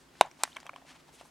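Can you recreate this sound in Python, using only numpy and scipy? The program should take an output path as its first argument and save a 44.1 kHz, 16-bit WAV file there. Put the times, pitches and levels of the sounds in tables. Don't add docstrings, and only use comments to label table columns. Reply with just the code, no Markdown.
import sys
import numpy as np
from scipy import signal
from scipy.fft import rfft, irfft
from scipy.io import wavfile

SR = 44100
rng = np.random.default_rng(int(sys.argv[2]) if len(sys.argv) > 2 else 0)


def magnitude_from_level(level_db):
    exponent = np.asarray(level_db, float) / 20
    return 10 ** exponent


def transcribe(signal):
    frames = np.atleast_2d(signal).T
    limited = np.clip(frames, -1, 1)
    pcm = np.round(limited * 32767).astype(np.int16)
    wavfile.write(sys.argv[1], SR, pcm)


N = 57330


def evened(x):
    return x / np.sqrt(np.mean(x ** 2) + 1e-20)


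def read(points, hz):
    f, value = np.transpose(points)
    return np.interp(np.log(hz + 1), np.log(f + 1), value)


def add(mix, s, sound):
    part = mix[max(round(s * SR), 0):][:len(sound)]
    part += sound[:len(part)]


def colour(x, gain):
    return irfft(rfft(x) * gain(np.fft.rfftfreq(N, 1 / SR)), N)


# frequency_hz, level_db
AIR_TONE = [(25, -25), (60, -9), (150, -9.5), (250, -8), (420, -9), (820, -9), (7700, -22.5), (16000, -33)]
AIR_DB = -62
# centre_hz, width_hz, level_db
HUM = [(59, 14, -79.5), (153.1, 33, -72), (263.7, 45, -69.5), (353.2, 52, -74.5)]
# frequency_hz, coherence (0 to 1)
COHERENCE = [(60, 0.81), (290, 0.27), (700, 0.37), (1400, .35), (3100, 0.74), (8000, .4), (15000, .1)]


def air():
    first, second, hum_noise = rng.standard_normal((3, N))

    def alike(hz):
        return np.clip(read(COHERENCE, hz), 0, 1)

    def unlike(hz):
        return np.sqrt(1 - alike(hz) ** 2)

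    pair = np.array([first, colour(first, alike) + colour(second, unlike)])
    out = magnitude_from_level(AIR_DB) * evened(colour(pair, lambda hz: magnitude_from_level(read(AIR_TONE, hz))))
    for centre_hz, width_hz, db in HUM:
        hum = colour(hum_noise, lambda hz: 1 / (1 + (2 * (hz - centre_hz) / width_hz) ** 2))
        out = out + magnitude_from_level(db) * evened(hum)
    return out


# frequency_hz, density_db
SKIN_TONE = [(300, -33.5), (550, -7.5), (900, 1), (1400, -4.5), (2500, -4.5), (6000, -13), (10000, -20),
             (16000, -44.5)]
# middle_s, length_s, level_db, brightness_db_per_octave
SLIDES = [(0.004, 0.11, -68.5, 6), (0.213, 0.2325, -61, 1.5), (0.263, 0.0643, -52.5, -9),
          (0.281, 0.031, -70.5, -10), (0.413, 0.0603, -54, -5), (0.463, 0.2736, -60.5, 4.5),
          (0.59, 0.144, -62.5, -0.53), (0.667, 0.081, -60, -6), (0.775, 0.069, -60.5, -2),
          (0.901, 0.118, -55, 0.93), (0.96, 0.046, -58.5, 0), (1.001, 0.0492, -64, 1.5),
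          (1.087, .06, -63.5, 0), (1.149, 0.0716, -60, 6.5), (1.202, 0.0846, -58.5, 2.5),
          (1.264, 0.0824, -65.5, 10.5)]
GRIT_PER_S, GRIT_DB = 16000, 1.1764


def skin():
    t, out = np.arange(N) / SR, np.zeros(N)
    slips = rng.random(N) < GRIT_PER_S / SR
    grit = slips * rng.standard_normal(N) * magnitude_from_level(GRIT_DB * rng.exponential(1, N))
    for middle_s, length_s, db, tilt_db in SLIDES:
        swell = np.cos(np.pi * np.clip((t - middle_s) / length_s, -.5, .5)) ** 2
        rub = colour(grit, lambda hz: magnitude_from_level(read(SKIN_TONE, hz) + tilt_db * np.log2(hz / 2000 + .01)))
        out += magnitude_from_level(db) * swell * evened(rub)
    return out


RISE_CYCLES = 0.3765


def ring(modes, scale):
    t = np.arange(SR // 20) / SR
    out = 0
    for k, (hz, db, t60_s) in enumerate(modes):
        decay = magnitude_from_level(db - 60 * t / t60_s)
        rise = 1 - np.exp(-t * hz * scale / RISE_CYCLES)
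        out = out + (-1) ** k * decay * np.sin(2 * np.pi * hz * scale * t) * rise
    return out


TICK_DB, SLIPS_PER_S, FOLLOW = -1.5, 1800, 0.62


def rattle(events, bodies):
    out, t = np.zeros(N), np.arange(600) / SR
    draw = rng.random((len(events), 2, 600))
    for (s, db, *_, length_s), (when, size), body in zip(events, draw, bodies):
        decay = np.exp(-t / max(length_s, 1e-4))
        later = (when < SLIPS_PER_S / SR) * FOLLOW * (2 * size - 1) * decay
        sound = np.convolve(later + (t == 0), body)
        add(out, s, magnitude_from_level(db + TICK_DB) * sound / abs(sound).max())
    return out


# start_s, level_db, pitch_hz, overtones_db, rattle_s
TICKS = [(0.153, -49, 800, 15, 0.00315), (0.313, -46.5, 1114, 15, 0.003), (0.452, -35, 900, 9, 0.0044),
         (0.476, -42, 790, 0.5, 0.00376), (0.563, -38, 1037, -3, 0.0025), (0.5665, -32, 1090, -1, 0.0019),
         (.5695, -33.5, 1064, -5, 0.00247), (0.5839, -42, 780, 0.5, 0.0011),
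         (.6023, -48.5, 1112, 12, 0.0019), (0.63, -41, 900, -1.5, 0.00099),
         (0.656, -44.5, 696, -11.5, 0.0024), (0.6651, -36.5, 1150, -6, 0.0047),
         (0.693, -30, 1093, -10.5, 0.00047), (0.7327, -40, 807, -2, 0.00177),
         (0.738, -43.5, 699, -15, 0.0039), (0.7611, -35.5, 1080, -11, 0.00196),
         (0.783, -47.5, 706, -7.5, 0.0025), (0.816, -50, 848, 3, 0.0043),
         (0.823, -47.5, 722, -13.5, 0.00225), (1.089, -49, 816, -14.5, 0.00506),
         (1.14, -46.5, 420, -10.5, 0.00546), (1.231, -51.5, 725, -12, 0.0066),
         (1.211, -38.5, 690, -5.5, 0.00258), (1.252, -50, 900, -13.5, 0.004),
         (1.258, -49, 1067, -12, 0.0031), (0.594, -50.5, 840, -12.5, .002), (0.57, -38.5, 1053, -7, 0.0021)]
# pitch_multiple, level_db, t60_s
KNOCK_MODES = [(1.0, 0, .011), (1.35, -3, .007), (1.65, -8, .006), (2.1, -2, .008), (2.55, -9, .006),
               (3.05, -10, .006)]
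# start_s, level_db, pitch_scale, rattle_s
EDGES = [(0.158, -53, 0.64, .002), (.313, -49.5, 0.96, 0.0046), (0.5627, -47.5, 1.06, .002),
         (.567, -36, 1.051, 0.0042), (.6023, -39.5, 0.844, 0.0086), (0.632, -49.5, 0.96, 0.00089),
         (.657, -49.5, 0.935, .001), (0.666, -40, 1.03, 0.0028), (0.695, -46.5, 1, 0.00057),
         (0.762, -44.5, 0.922, 0.00154), (1.2109, -52, 1.4, .001)]
# frequency_hz, level_db, t60_s
EDGE_MODES = [(4205, -5.5, 0.0014), (5800, -4.5, 0.00362), (7700, -4.5, 0.00298), (8980, -5, 0.00165),
              (11380, -5.5, 0.00117)]
# start_s, level_db, pitch_hz, t60_s, rattle_s
PATCHES = [(.5625, -41, 3070, 0.013, 0.0029), (0.5695, -40, 2270, .01, 0.0023),
           (.5668, -35.5, 2217, 0.0099, .004), (.567, -36.5, 3083, 0.0124, 0.0032),
           (0.53, -45, 3550, .008, 0.0017), (.564, -45, 645, 0.0223, 0.00367),
           (0.52, -47.5, 3100, 0.0096, .002), (.6025, -45.5, 2270, 0.0102, .001),
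           (0.629, -48.5, 3200, 0.0083, 0.00097), (.661, -50, 2570, 0.0079, .002),
           (.666, -42, 2580, 0.0096, 0.00275), (.667, -44.5, 3202, 0.0116, 0.00465),
           (0.55, -45, 4290, 0.0067, 0.0021), (.694, -35, 2314, 0.0087, 0.00168),
           (.6945, -43.5, 700, 0.03, 0.0033), (0.739, -46.5, 2360, 0.011, 0.0024),
           (0.76, -49, 3000, 0.0075, 0.00224), (.761, -43, 3193, 0.0066, 0.00093),
           (1.198, -51.5, 3150, 0.0153, .005), (1.2025, -52.5, 2260, 0.013, 0.0032),
           (1.211, -46.5, 2650, 0.0104, 0.00105), (1.2112, -47, 1166, 0.0089, 0.00192),
           (1.217, -48, 907, 0.0127, 0.0053), (.2109, -19, 1480, .006, .0002),
           (.2145, -35.5, 8000, .004, .001), (.2135, -34, 4600, 0.0046, .001),
           (.3135, -47, 5730, 0.0089, 0.0022), (.4362, -25.5, 5870, 0.0029, .0003),
           (.4385, -30, 4210, 0.0069, .001), (.438, -30.5, 5410, .005, .001),
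           (.4375, -33, 7400, 0.0077, .002), (.4405, -37.5, 2360, 0.0063, .001),
           (.23, -44.5, 800, .02, .006), (.238, -44, 980, .02, .006), (.25, -44, 720, .02, .006),
           (.26, -46, 1000, .02, .006), (.269, -43, 798, 0.024, 0.0046),
           (.6934, -33, 1438, 0.0074, 0.00102), (0.85, -49.5, 674, 0.018, 0.0043),
           (.569, -42.5, 1500, 0.0097, .003), (0.26, -48.5, 7080, 0.0072, 0.00216)]


def ticks():
    knocks = []
    for _, _, hz, overtones_db, _ in TICKS:
        knocks.append(ring(KNOCK_MODES[:1], hz) + magnitude_from_level(overtones_db) * ring(KNOCK_MODES[1:], hz))
    touches = [ring(EDGE_MODES, scale) for _, _, scale, _ in EDGES]
    pings = [ring([(hz, 0, t60_s)], 0.9988) for _, _, hz, t60_s, _ in PATCHES]
    return rattle(TICKS, knocks) + rattle(EDGES, touches) + rattle(PATCHES, pings)


# start_s, level_db, first_treble_db, second_slip_after_s, second_treble_db
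SNAPS = [
    (0.2107, 3.5, -0.5, 0.00033, -2),
    (0.4353, -9, 1, 0.00078, -15),
]
# frequency_hz, level_db, t60_s
GRIPPED = [(743.7, 0.5, 0.00749), (1055.2, -6.5, 0.00892), (1825, -6, 0.00624), (2201, -7.5, 0.0054),
           (2812.6, -19, 0.00703), (3666.7, -16.5, 0.0052), (4440, -17, 0.004), (5686, -23, 0.005),
           (6484, -24.5, 0.004), (7400, -20.5, 0.004), (8310, -15, 0.003), (9379, -23.5, .003),
           (12200, -31, .003), (388.6, -12.5, 0.0076)]
# frequency_hz, level_db, t60_s
RIM = [(900, 2, 0.00573), (1150, -2.5, 0.00384), (1765.6, -14, 0.0102), (2373, -9.5, 0.00603),
       (3832, -19, 0.0084), (4652, -9.5, 0.00504), (5898, -8.5, 0.00404), (6780, -6, 0.00325),
       (7620, -3.5, 0.00306), (8510, -1.5, 0.00343), (10475, -18.5, 0.00522), (11550, -15.5, 0.00329),
       (12530, -17, 0.0032), (447.7, -18, 0.01)]
# level_db, t60_s
CRACKS = [(-19, 0.016), (-24.5, 0.022)]
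# frequency_hz, level_db
CRACK_TONE = [(500, -21), (1500, 8), (3500, -1.64), (8500, -6.5), (11000, -17), (16000, -21.5)]
CRACK_RISE_S = 0.00014
SENSE = 1, -1
LEAD_DB, LEAD_S = -15, 0.0006155
BOUNCE_DB, BOUNCE_TREBLE_DB, BOUNCE_S = -17.5, -7, .0048


def snaps():
    out, t = np.zeros(N), np.arange(SR // 20) / SR
    for snap, modes, (crack_db, t60_s), sense in zip(SNAPS, (GRIPPED, RIM), CRACKS, SENSE):
        s, db, first_db, gap_s, second_db = snap
        low = sense * magnitude_from_level(db) * ring(modes[:2] + modes[-1:], 0.9766)
        high = magnitude_from_level(db) * ring(modes[2:-1], 0.9914)
        noise = colour(rng.standard_normal(N), lambda hz: magnitude_from_level(read(CRACK_TONE, hz)))
        rise = np.minimum(t / CRACK_RISE_S, 1)
        crackle = evened(noise)[:len(t)] * magnitude_from_level(crack_db - 60 * t / t60_s) * rise
        add(out, s - LEAD_S, -magnitude_from_level(LEAD_DB) * low)
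        add(out, s, low + magnitude_from_level(first_db) * high + crackle)
        add(out, s + gap_s, magnitude_from_level(second_db) * high)
        add(out, s + BOUNCE_S, magnitude_from_level(BOUNCE_DB) * (low + magnitude_from_level(BOUNCE_TREBLE_DB) * high))
    return out


# frequency_hz, t60_s
ROOM_T60 = [(300, .13), (800, 0.1686), (1400, 0.19), (2500, .15), (5000, 0.079), (12000, .06)]
# frequency_hz, level_db
ROOM_TONE = [(300, -6.5), (800, -9), (1400, -6.5), (2500, -6.5), (6000, 0), (14000, -16.5)]
ROOM_DB, ROOM_START_S = -24, .003
SHARED = .7


def room(x):
    taps = np.zeros((2, SR // 2))
    at = np.arange(0, SR // 2 - 20, 20) + rng.integers(0, 20, (2, (SR // 2 - 1) // 20))
    sign = rng.choice([-1., 1.], at.shape)
    np.put_along_axis(taps, at, sign, 1)
    taps = (taps + SHARED * taps[::-1]) * (np.arange(SR // 2) > ROOM_START_S * SR)
    hz, t, z = signal.stft(taps, SR, nperseg=128)
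    decay_db = read(ROOM_TONE, hz)[:, None] - 60 * t / read(ROOM_T60, hz)[:, None]
    tail = signal.istft(z * magnitude_from_level(decay_db), SR, nperseg=128)[1]
    return signal.fftconvolve(x[None], tail / np.linalg.norm(tail[0]), axes=1)[:, :N]


# frequency_hz, left_over_right_db
LEAN = [(60, -0.5), (500, 1.49), (2000, 0.61), (8000, 0.59), (14000, -3)]
LOW_CUT_HZ, TOP_HZ = 321.5, 14500
PUSH_DB = -15
DELAY_S = 4e-6


def scene():
    shell = skin() + ticks() + snaps()
    near = signal.lfilter(*signal.butter(2, LOW_CUT_HZ, "high", fs=SR), shell) + magnitude_from_level(PUSH_DB) * shell
    near = signal.lfilter(*signal.butter(3, TOP_HZ, fs=SR), near)
    pair = []
    for side in (.5, -.5):
        pair.append(colour(near, lambda hz: magnitude_from_level(side * read(LEAN, hz))
                           * np.exp(2j * np.pi * hz * side * DELAY_S)))
    return np.array(pair) + magnitude_from_level(ROOM_DB) * room(near) + air()


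def roll_off(x):
    return signal.sosfilt(signal.butter(12, 16460, fs=SR, output="sos"), x)


CEILING, EDGE_HZ = .98, 16400


def record(dry):
    x = dry / (1 + (abs(dry) / CEILING) ** 8) ** (1 / 8)
    low_pass = signal.firwin(255, EDGE_HZ, window=("kaiser", 9), fs=SR)
    mix = signal.oaconvolve(x, low_pass[None], "same")
    return roll_off(mix)


dry = scene()
out = record(dry)
transcribe(out)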